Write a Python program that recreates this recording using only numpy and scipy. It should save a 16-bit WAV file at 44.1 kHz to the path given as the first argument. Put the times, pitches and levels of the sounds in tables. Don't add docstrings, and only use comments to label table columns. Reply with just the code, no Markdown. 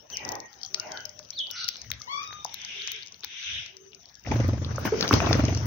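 import sys
import numpy as np
from scipy import signal
from scipy.fft import rfft, irfft, next_fast_len
from scipy.io import wavfile
from scipy.ndimage import uniform_filter1d

SR = 44100
rng = np.random.default_rng(int(sys.argv[2]) if len(sys.argv) > 2 else 0)


def gain_from_decibels(decibels):
    exponent = np.asarray(decibels, float) / 20
    return 10 ** exponent


def unload_wav(signal):
    wavfile.write(
        sys.argv[1],
        SR,
        np.round(np.clip(np.atleast_2d(signal).T, -1, 1) * 32767).astype(np.int16),
    )


N = 249606

# [freq_hz, density_db_per_hz]
AIR_SPECTRUM = [(18, -43.5), (30, -8.5), (96, 0), (302, -13), (634, -13.5), (1020, -15), (3200, -18.5),
                (4400, -28), (6050, -6.5), (6720, -24.5), (7280, -51), (12100, -41.5), (13800, -67.5),
                (15300, -15.5), (17000, -62.5)]
# [time_s, level_db]
AIR_LEVEL = [(0, -58.5), (.09, -64), (0.105, -50.5), (.45, -62.5), (.8, -53.5), (1.2, -59.5), (2.2, -56),
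             (3.5, -63), (4.0, -62), (5.66, -50)]
# [freq_hz, likeness_0_to_1]
AIR_LIKENESS = [(60, 0.72), (240, 0.68), (950, 0.026), (3770, 0.011), (15000, 0.044)]
# [freq_hz, left_minus_right_db]
AIR_BALANCE = [(60, 3.5), (240, -1), (950, -1.5), (3770, 18), (15000, 1.5)]
# [freq_hz, gain_db]
MIC_RESPONSE = [(35, -44.5), (62, -4.5), (6300, 3), (6800, -7.5), (7150, -19), (8000, -34.5), (13800, -45),
                (14700, -7.5), (15900, -12), (16300, -29.5), (17300, -58.5)]
# [freq_hz, t60_s]
YARD_DECAY = [(200, 0.35), (1500, 0.31), (3500, 0.33), (7000, 0.028), (16000, 0.074)]
# [start_s, length_s, level_db]
GUSTS = [
    (.1, 0.48, -37.5),
    (.74, 0.42, -45.5),
]
# [freq_hz, density_db_per_hz]
GUST_SPECTRUM = [(71, -45.5), (220, -5.5), (610, -6.5), (684, -13), (828, 2.5), (1310, -20.5),
                 (1890, -16.5), (2500, -26), (3250, -39), (5500, -120)]
# [start_s, length_s, level_db]
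SWISHES = [
    (2.46, 0.79, -41.5),
    (3.22, 0.6, -39),
]
# [freq_hz, density_db_per_hz]
SWISH_SPECTRUM = [(530, -67), (900, -35), (1640, -4), (1920, -10), (2110, 1.5), (3040, 2.5), (3650, 1.5),
                  (4370, -15.5), (6050, -5.5), (7000, -23), (9100, -81), (15400, -120)]
# [start_s, length_s, level_db]
THUMPS = [
    (.2, 0.27, -49.5),
    (1.82, 0.23, -42.5),
    (2.26, 0.12, -52.5),
    (3.46, 0.22, -45.5),
]
# [start_s, length_s, first_hz, last_hz, level_db]
COOS = [(.49, .2, 830, 740, -58), (.8, .19, 730, 760, -50), (.72, .31, 628, 637, -50),
        (1.045, .065, 610, 600, -53), (1.13, .1, 610, 595, -54), (.86, .1, 5500, 5400, -56),
        (.88, .12, 2150, 2000, -58), (1.3, .2, 600, 590, -60), (3.94, .11, 660, 688, -63),
        (2.72, .14, 398, 408, -56), (2.92, .06, 410, 400, -60), (.7, .1, 380, 380, -58),
        (3.68, .28, 375, 400, -58), (0, .06, 590, 590, -64), (0, .04, 900, 900, -66),
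        (4.0, .2, 5600, 5580, -66)]
# [start_s, length_s,
# first_hz, last_hz, level_db]
LINGERING = [(.18, .37, 1970, 1841, -54), (2.23, 0.42, 3780, 3530, -54), (1.47, 0.3, 2960, 2880, -55),
             (1.56, .13, 4650, 4300, -47), (2.01, .05, 2120, 2150, -59.5), (.1, .06, 1650, 1550, -53)]
# [start_s, length_s, first_hz, last_hz, level_db]
RASPS = [
    (.76, 0.074, 1343, 1496, -45.5),
    (.87, 0.17, 1613, 1458, -44.5),
    (1.49, 0.197, 1414, 1398, -43),
]
RASP_OVERTONES = [-2, -8, -16, -13]
# [start_s, length_s, first_hz, last_hz, level_db]
SCOLDS = [
    (1.555, 0.14, 4500, 3900, -42),
    (1.555, 0.26, 3600, 4300, -47.5),
    (1.72, .14, 6600, 3500, -53),
    (1.5, 0.26, 5750, 5600, -46),
    (1.52, 0.145, 2200, 2300, -52.5),
    (0.8, 0.16, 2500, 1600, -55),
    (.15, 0.1, 2750, 2050, -47),
]
# [time_s, pitch_hz, level_db]
CHIRPS = [
    [(.125, 6450, -46), (.145, 5700, -39.5), (.17, 4430, -61)],
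    [(.118, 3290, -52), (.14, 2963, -39), (.165, 2455, -63), (.18, 2010, -43)],
    [(1.325, 2800, -54), (1.334, 4220, -44.5), (1.344, 4330, -54)],
    [(1.35, 4800, -48), (1.364, 4480, -48), (1.378, 3820, -37), (1.395, 3430, -30), (1.412, 3040, -32.5),
     (1.425, 2980, -50), (1.47, 2950, -42)],
]
CHIRP_OVERTONES = [0, -23]
# [time_s, pitch_hz, level_db]
SQUEAL = [(2.062, 850, -46), (2.078, 955, -43), (2.097, 1080, -43), (2.135, 1142, -33), (2.16, 1120, -36),
          (2.19, 1175, -36), (2.225, 1250, -43), (2.3, 1225, -47), (2.44, 1203, -59)]
SQUEAL_OVERTONES = [2, -7, -10, -10, -20, -18]
# [start_s, peak_db, ring_hz]
FAINT_PECKS = [(.112, -41, 5600), (.126, -40, 4650), (.384, -54, 4600), (.54, -44, 3900),
               (1.503, -27, 3440), (1.768, -28.5, 5640), (2.275, -32.5, 5500), (2.56, -42, 4600),
               (2.9618, -31, 5850), (3.031, -30, 4390), (3.062, -31, 6060), (3.072, -30, 5900),
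               (3.082, -36, 5800), (3.1224, -32.5, 5840), (3.1429, -34, 4530), (3.1938, -42, 5970),
               (3.2062, -35, 6110), (3.2347, -28, 3870), (3.4272, -31, 4160), (3.661, -25.5, 6100),
               (3.9191, -45, 4300), (3.9316, -38, 3000), (4.0049, -46, 5520), (4.0309, -42, 5640),
               (4.0563, -37, 5000), (4.0882, -41, 5590), (4.095, -43, 4400), (4.1426, -40, 5800),
               (4.195, -41, 5860), (4.2384, -41, 5760), (4.7268, -39, 5990), (4.7597, -26, 6220),
               (.614, -32.5, 4900), (.6491, -26.5, 5000), (1.228, -45, 4200), (1.288, -41, 5870)]
# [start_s, peak_db]
TAPS = [(0.192, -38), (1.402, -31), (1.469, -29), (1.743, -33), (1.757, -29), (1.936, -31.5), (2.33, -35),
        (2.4936, -36), (2.542, -28.5), (2.916, -31), (3.024, -30.5), (3.661, -33.5)]
# [start_s, peak_db]
TICKS = [(0.101, -29), (0.2794, -32), (0.353, -27.5), (.53, -34.5), (0.589, -42), (0.74, -31), (.8719, -37),
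         (1.005, -32), (1.0927, -29), (1.2492, -36.5), (1.8162, -25), (2.002, -37), (2.044, -39),
         (2.2308, -30.5), (2.239, -30), (2.2466, -34), (2.616, -30), (2.6486, -22), (3.768, -30),
         (3.947, -32.5), (4.153, -33)]
# [start_s, peak_db]
HUSKS = [(0.17, -42), (0.289, -40), (0.3216, -29.5), (0.3535, -39.5), (1.054, -36.5), (1.511, -31),
         (1.685, -23), (1.915, -24), (2.446, -36), (2.5417, -28), (2.9173, -27.5), (3.245, -27.5),
         (4.48, -37)]
# [start_s, peak_db, ring_hz]
PECKS = [(.17, -15.5, 6020), (.2498, -22, 5900), (.2899, -17, 6040), (.319, -21, 6300), (.402, -21.5, 6640),
         (.6321, -21.5, 5120), (.6617, -22, 6900), (.7443, -10.5, 5200), (.7981, -17, 5540),
         (.9192, -19.5, 6200), (.9732, -25.5, 4230), (1.0535, -21, 5500), (1.1914, -24, 6200),
         (1.3045, -21.5, 5800), (1.389, -24, 5360), (1.512, -21, 5700), (1.643, -18.5, 5000),
         (1.68, -19.5, 4500), (1.688, -12.5, 4970), (1.903, -20, 6500), (1.9155, -21.5, 3520),
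         (2.0174, -23, 5650), (2.447, -16.5, 6230), (2.4618, -27.5, 6010), (2.819, -27.5, 4050),
         (2.8744, -15, 6340), (2.8822, -29, 3500), (3.2405, -25.5, 3760), (3.2457, -24, 4500)]
# [start_s, peak_db, ring_hz, ring_cycles]
KNOCKS = [(1.198, -38.5, 1050, 1.5), (1.688, -24, 2600, 2.6), (1.916, -24, 2110, 5.9),
          (2.010, -42.5, 1240, 14), (2.308, -36, 1630, 2.6), (2.328, -27.5, 1410, 1.5),
          (2.451, -23, 860, 5.1), (2.881, -24, 2400, 3.1), (3.235, -42, 1450, 4), (3.236, -47, 393, 3.8),
          (3.245, -31, 1920, 2.9), (3.246, -47, 920, 9.9), (4.251, -40, 2050, 8.7), (4.271, -30, 700, 6.4),
          (4.316, -26.5, 2300, 2.6), (4.319, -18.5, 830, 6.2), (4.398, -21.5, 615, 4.4),
          (4.647, -41, 990, 2.8), (4.781, -22, 1280, 6.1), (4.782, -23.5, 550, 5.3),
          (4.852, -23.5, 950, 6.8), (4.852, -19.5, 250, 3.3), (1.846, -40.5, 1900, 2.5),
          (1.903, -37, 1250, 3.5), (4.853, -28, 2230, 9), (4.860, -27, 1630, 8.3),
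          (4.876, -21.5, 1520, 6.6), (4.921, -13.5, 428, 10), (4.952, -20.5, 433, 6.4),
          (4.986, -25.5, 450, 5.3), (5.004, -22, 467, 5.5), (5.026, -24, 1280, 5.6),
          (5.049, -23.5, 1500, 3.8), (5.035, -31, 420, 12.5), (.101, -41.5, 1200, 1.8),
          (.121, -48, 1010, 3.6), (5.110, -8, 1180, 4.3), (5.111, -11, 317, 3), (5.128, -23, 1100, 4.7),
          (5.1378, -5, 240, 1.5), (5.131, -14.5, 3000, 3), (5.437, -20.5, 646, 2), (5.141, -15, 990, 3.7),
          (5.203, -13, 1040, 2.6), (5.215, -23, 686, 15), (5.246, -25, 1040, 5), (5.271, -14, 715, 1.9),
          (5.311, -7, 547, 2.4), (5.329, -12, 1360, 0.97), (5.353, -24, 505, 6.4)]
# [freq_hz, width_hz, level_db]
YARD_RESONANCES = [
    (71.8, 6.3, 3),
    (93.6, 52, 6.5),
    (117, 12, 2.5),
    (228, 25, -10.5),
]
# [time_s, level_db]
LIFT = [
    [(4.24, -55.5), (4.3, -19), (4.45, -20), (4.6, -23), (4.86, -29), (5.0, -33.5)],
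    [(5.11, -37), (5.145, -15.5), (5.22, -23), (5.3, -18.5), (5.4, -16.5), (5.7, -24)],
]
# [pitch_hz, cycles, over_lift_db]
PUSH = (98, 5.5, 2.0)
# [start_s, strokes_per_s, stroke_levels_db]
TAKEOFFS = [
    (4.271, 23.05, [-28.5, -14.5, -18, -17, -23.5, -18, -20, -27.5, -25, -29, -36, -37]),
    (5.134, 23.05, [-13, -36, -22.5, -16.5, -11.5, -14, -13, -15, -17, -21.5, -24, -31.5, -25.5]),
]
# [start_s, peak_db]
FLAPS = [
    (4.851, -24.5),
    (5.045, -27),
    (5.124, -20),
]
# [time_s, level_db]
FLURRY = [(4.23, -55.5), (4.28, -36), (4.45, -39.5), (4.58, -49.5), (4.843, -38), (4.856, -29),
          (4.93, -36.5), (5.0, -29), (5.07, -33.5), (5.145, -25.5), (5.22, -31), (5.47, -34), (5.56, -38),
          (5.7, -41.5)]
# [freq_hz, density_db_per_hz]
STROKE_SPECTRUM = [(88, -11.5), (150, 1), (894, -14.5), (1400, -16), (2380, -23.5), (4050, -37),
                   (5870, -28.5), (7000, -31), (9100, -82.5), (15400, -120)]
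# [freq_hz, likeness_0_to_1]
WING_LIKENESS = [(60, 0.72), (240, 0.79), (950, 0), (3770, 0.065), (15000, 0.079)]
# [start_s, level_db, length_s]
PUFFS = [(4.33, -68, 0.034), (4.478, -74, .0066), (4.785, -62, 0.019), (4.85, -52.5, 0.015),
         (5.007, -58, 0.011), (5.026, -62, 0.03), (5.078, -64, .012), (5.108, -56, .008),
         (5.125, -46, 0.015), (5.2, -63.5, .03), (5.28, -67, 0.033), (5.37, -58, 0.008),
         (5.388, -60.5, .012), (5.49, -69, .01), (5.656, -52, 0.011)]
# [start_s, peak_db, ring_hz]
SNAPS = [(4.2636, -28, 2180), (4.3146, -25, 2410), (4.6468, -23.5, 4000), (5.009, -8, 5100),
         (5.026, -12, 4130), (5.0783, -13, 4460), (5.1277, -14.5, 2180), (5.1384, -7.5, 4470),
         (5.203, -15, 2310), (5.3293, -8, 4630), (4.248, -40, 2020), (5.09, -14, 5540), (5.2611, -22, 3570),
         (5.344, -21, 2020), (5.4821, -25, 2790), (5.5733, -20, 5800), (5.6362, -35, 5870),
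         (5.4037, -27, 2550), (5.4521, -14.5, 6030), (5.5486, -17.5, 5750)]


def evened(x):
    return x / np.sqrt(np.mean(x ** 2) + 1e-20)


def smoothed(x, size):
    return uniform_filter1d(uniform_filter1d(x, size), size)


def read(points, hz):
    f, value = np.transpose(points)
    return np.interp(np.log(hz + 1), np.log(f + 1), value)


def add(mix, start_s, sound):
    part = mix[..., round(start_s * SR):][..., :sound.shape[-1]]
    part += sound[..., :part.shape[-1]]


def level(tables):
    out = np.zeros(N)
    for rows in tables:
        s, db = np.transpose(rows)
        t = np.arange(s[0], s[-1], 1 / SR)
        add(out, s[0], gain_from_decibels(np.interp(t, s, db)) * signal.windows.tukey(len(t), .04))
    return out


def arches(events, top, rise_db, fall_db):
    u, top = np.linspace(0, 1, num=17), np.clip(top, .02, .98)
    rise = rise_db * (1 - u / top) ** 2
    fall = fall_db * ((u - top) / (1 - top)) ** 2
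    arch_db = np.where(u < top, rise, fall)
    curves = []
    for start_s, length_s, *glide_hz, db in events:
        columns = [start_s + length_s * u]
        if glide_hz:
            columns.append(np.interp(u, [0, 1], glide_hz))
        curves.append(np.column_stack(columns + [db + arch_db]))
    return curves


def bursts(events):
    out = np.zeros(N)
    for start_s, db, length_s in events:
        u = np.arange(0, 5, 1 / (SR * max(length_s, .004)))
        add(out, start_s, gain_from_decibels(db) * np.minimum(4 * u, 1) * np.exp(-u))
    return out


def noise(spectrum, patchy_db, likeness, left_db, size=512):
    frames, hz = 4 * N // size + 5, np.fft.rfftfreq(size, 1 / SR)
    a, b, c, d, patches = rng.standard_normal((frames, len(hz), 5)).T
    patches = uniform_filter1d(patches, size=size // 80, axis=0)
    patches = evened(uniform_filter1d(patches, size=8192 // size, axis=1))
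    same = np.clip(read(likeness, hz), -1, 1)[:, None]
    left, other = a + 1j * b, c + 1j * d
    z = np.array([left, same * left + np.sqrt(1 - same ** 2) * other])
    steadier_bass = np.clip(hz / 500, .3, 1)[:, None]
    z *= gain_from_decibels(read(spectrum, hz)[:, None] + patchy_db * patches * steadier_bass)
    z *= gain_from_decibels(np.outer([.5, -.5], read(left_db, hz)))[:, :, None]
    out = signal.istft(z, nperseg=size, noverlap=3 * size // 4)[1][:, :N]
    return out / np.sqrt(np.mean(out.mean(0) ** 2))


def ring(hz, cycles, rise=0):
    u = np.arange(0, 3 * cycles / hz, 1 / SR) * hz / cycles
    swell = (4 * u * np.exp(1 - 4 * u)) ** 2
    return np.sin(2 * np.pi * cycles * (u + rise * u ** 2)) * swell


def random_rings(size, pitches_hz, cycles, rise=0):
    kind = rng.integers(0, len(pitches_hz), N)
    return [signal.oaconvolve(size * (kind == k), ring(hz, cycles, rise))[:N]
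            for k, hz in enumerate(pitches_hz)]


def clicks(events, cycles=3.24):
    out = np.zeros(N)
    rattle = np.exp(-np.arange(300) / (.0026 * SR))
    for start_s, db, hz in events:
        a, b, c = rng.random(3)
        grit = rng.standard_normal(300)
        tap = np.zeros(500)
        add(tap, .0005, ring(hz, cycles * (1 + 0.85 * a)))
        add(tap, .0005, gain_from_decibels(-23 + 13 * b) * ring((.4 + .3 * a) * hz, 2.6))
        add(tap, .001, gain_from_decibels(-18.0) * ring(15300, 17.5))
        add(tap, .0013 + .002 * c, gain_from_decibels(-9) * tap.copy())
        add(tap, .0006, gain_from_decibels(-26) * np.convolve(tap, grit * rattle))
        add(out, start_s, gain_from_decibels(db) * tap)
    return out


def notes(tables, tones_db, wobble, rough, size, dulling=0):
    out = np.zeros(N)
    share = np.clip(rough, 0, 1)
    for rows in tables:
        s, hz, db = np.transpose(rows)
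        t = np.arange(s[0], s[-1], 1 / SR)
        shake, *grit = [evened(smoothed(v, size)) for v in rng.standard_normal((len(t), 7)).T]
        turns = np.cumsum(np.interp(t, s, hz) * (1 + wobble * shake)) / SR
        effort_db = np.interp(t, s, db)
        fade_db = dulling * (effort_db - max(db)) * (t > s[np.argmax(db)])
        tone = np.zeros(len(t))
        for k, tone_db in enumerate(tones_db):
            line = np.cos(2 * np.pi * (k + 1) * turns) * (1 - share + share * grit[k])
            tone += gain_from_decibels(tone_db + fade_db * (k > 0)) * line
        add(out, s[0], np.sqrt(2) * tone * gain_from_decibels(effort_db) * signal.windows.tukey(len(t), .1))
    return out


def steady_air():
    s, db = np.transpose(AIR_LEVEL)
    gain = gain_from_decibels(3.0 + np.interp(np.arange(N) / SR, s, db))
    air = gain * noise(AIR_SPECTRUM, 5.2, AIR_LIKENESS, AIR_BALANCE, size=1024)
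    return signal.sosfilt(signal.butter(4, 60, "high", fs=SR, output="sos"), air)


def yard(x):
    taps = np.zeros((2, SR))
    at = np.arange(300, SR - 20, 20) + rng.integers(0, 20, (2, (SR - 301) // 20))
    np.put_along_axis(taps, at, rng.choice([-1., 1.], at.shape), 1)
    hz, t, z = signal.stft(taps, SR, nperseg=256)
    t60_s = np.maximum(read(YARD_DECAY, hz), .03)[:, None]
    tail = signal.istft(z * gain_from_decibels(-60 * t / t60_s), SR, nperseg=256)[1]
    return signal.fftconvolve(x[None], tail / np.linalg.norm(tail[0]), axes=1)[:, :N]


def wind():
    gust = noise(GUST_SPECTRUM, 2.6, AIR_LIKENESS, AIR_BALANCE)
    swish = noise(SWISH_SPECTRUM, 2.2, AIR_LIKENESS, [(1000, 0.5), (6000, 4.6)])
    swish_gain = level(arches(SWISHES, 0.5, rise_db=-18, fall_db=-39.5))
    gust_gain = level(arches(GUSTS, 0.38, rise_db=-61, fall_db=-49.0))
    return swish * swish_gain + gust * gust_gain


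def far_birds():
    calls = arches(LINGERING, .1, rise_db=-4, fall_db=-13) + arches(COOS, .45, rise_db=-11, fall_db=-14)
    far = notes(calls, [0], wobble=.007, rough=.6, size=480)
    rasp_curves = arches(RASPS, 0.67, rise_db=-19.5, fall_db=-34.0)
    rasps = notes(rasp_curves, RASP_OVERTONES, wobble=0.02, rough=0.67, size=170)
    scold_curves = arches(SCOLDS, 0.14, rise_db=-1.0, fall_db=-16.5)
    scolds = notes(scold_curves, [0], wobble=0.0402, rough=0.76, size=45)
    return far + rasps + scolds


def chirping():
    return notes(CHIRPS, CHIRP_OVERTONES, wobble=.002, rough=.06, size=60, dulling=.4)


def squealing():
    return notes([SQUEAL], SQUEAL_OVERTONES, wobble=.004, rough=.35, size=260, dulling=.35)


def patter():
    size = gain_from_decibels(-56 + 4.5 * np.minimum(rng.exponential(1, N), 3)) * (rng.random(N) < 45 / SR)
    return sum(random_rings(size, [4500, 5300, 5900, 6600], 3))


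def pecks():
    tick_hz, tap_hz = 5700, 3900
    light = [(s, db, tick_hz) for s, db in TICKS] + [(s, db, tap_hz) for s, db in TAPS]
    out = clicks(PECKS) + clicks(light) + clicks(FAINT_PECKS) + patter()
    for start_s, db in HUSKS:
        add(out, start_s + .001, gain_from_decibels(db + 21) * ring(15300, 7))
        add(out, start_s + 0.0017, gain_from_decibels(db + 25.5) * ring(11000, 5.0))
    return out


def knocks():
    out = np.zeros(N)
    for start_s, db, hz, cycles in KNOCKS:
        add(out, start_s, gain_from_decibels(db) * ring(hz, max(cycles, 1.5)))
    return out


def drumming():
    size = next_fast_len(N)
    hz = np.fft.rfftfreq(size, 1 / SR)
    shape = sum(gain_from_decibels(db) / (1 + (2 * (hz - f) / width) ** 2) for f, width, db in YARD_RESONANCES)
    body = irfft(rfft(rng.standard_normal(size)) * shape, size)[:N]
    steady = body / np.sqrt(uniform_filter1d(body ** 2, size=1300) + 0.035 * np.mean(body ** 2))
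    push_hz, push_cycles, push_db = PUSH
    pushes = np.zeros(N)
    for start_s, rate, strokes_db in TAKEOFFS:
        for k in range(len(strokes_db)):
            push = ring(push_hz * rng.uniform(.85, 1.25), push_cycles)
            add(pushes, start_s + k / rate - .012, gain_from_decibels(push_db) * push)
    loose = gain_from_decibels(-3.0) * steady
    wide = gain_from_decibels(-18.5) * np.outer([1, -1], np.roll(steady, shift=9000))
    thump_gain = level(arches(THUMPS, 0.41, rise_db=-13.5, fall_db=-19.5))
    thump_gain = uniform_filter1d(thump_gain, size=1800) * gain_from_decibels([[2.5], [-4]])
    return (pushes + loose + wide) * level(LIFT) + steady * thump_gain


def flight():
    strokes = FLAPS + [(s + k / rate, db) for s, rate, row in TAKEOFFS for k, db in enumerate(row)]
    whups = np.zeros(N)
    for s, db in strokes:
        low = ring(rng.uniform(175, 215), 3.5, rise=.55)
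        add(whups, s - .004, gain_from_decibels(db - 1) * low)
        high_db = db - 6 - 4 * rng.random()
        high = ring(rng.uniform(400, 560), rng.uniform(5, 8), rise=rng.uniform(.1, .45))
        add(whups, s, gain_from_decibels(high_db) * high)
    beats = bursts([(s - .002, db - 15.5, .015) for s, db in strokes])
    whir = level([FLURRY])
    flutter = gain_from_decibels(2.6 * evened(smoothed(rng.standard_normal(N), 350)))

    balance = [(100, .4), (8000, 8.4)]  # freq_hz, left_minus_right_db
    rustle_spectrum = [(1500, -30), (2200, 0), (4200, -3), (6000, 2), (8000, -10)]
    hiss_spectrum = [(6500, -50), (8500, 1.5), (11500, 3.5), (13000, -9.5), (17000, -14)]
    air = noise(STROKE_SPECTRUM, 3.2, WING_LIKENESS, balance, size=256)
    rustle = noise(rustle_spectrum, 3.5, WING_LIKENESS, balance, size=256)
    hiss = noise(hiss_spectrum, 5, WING_LIKENESS, balance, size=256)
    rustle_gain = gain_from_decibels(-2.5) * whir ** 1.315 + gain_from_decibels(-16.5) * beats
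    filling = air * (beats + whir * flutter) + rustle * rustle_gain

    slap_size = gain_from_decibels(-3 + 2.5 * np.minimum(rng.exponential(1, N), 3))
    slaps = slap_size * (rng.random(N) < 150 / SR) * (.6 * whir + beats)
    quills = random_rings(slaps, [480, 620, 800, 1100, 1500, 2100], 3.5, rise=.3)
    quill_pair = np.array([sum(quills), sum(quills[:3]) - 0.67 * sum(quills[3:])])
    return whups + quill_pair + filling + gain_from_decibels(41.0) * hiss * bursts(PUFFS)


def scene():
    taps, knock, snaps = pecks(), knocks(), clicks(SNAPS, cycles=2.5)
    chirps, squeal, far = chirping(), squealing(), far_birds()
    direct = np.array([taps, np.roll(taps, shift=11)]) * gain_from_decibels([[5.5], [-10]])
    direct += knock + chirps * gain_from_decibels([[.6], [-.6]])
    direct += np.outer(gain_from_decibels([6, -3]) * [1, -1], squeal)
    direct += np.array([snaps, np.roll(snaps, shift=5)]) * gain_from_decibels([[4], [-4]])
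    direct += far * gain_from_decibels([[1.2], [-1.2]])
    sent = gain_from_decibels(-15.0) * taps + gain_from_decibels(-13.5) * (knock + snaps)
    sent += gain_from_decibels(-5.5) * (chirps + squeal) + gain_from_decibels(-1.0) * far
    return direct + yard(sent) + wind() + drumming() + flight()


def low_pass(x):
    return signal.sosfilt(signal.butter(12, 17170, fs=SR, output="sos"), x)


def record(dry):
    size = next_fast_len(N + 4096)
    response = gain_from_decibels(read(MIC_RESPONSE, np.fft.rfftfreq(size, 1 / SR)))
    heard = irfft(rfft(dry, size) * response, size)[:, :N]
    mix = heard + steady_air()
    return low_pass(mix)


dry = scene()
out = record(dry)
unload_wav(out)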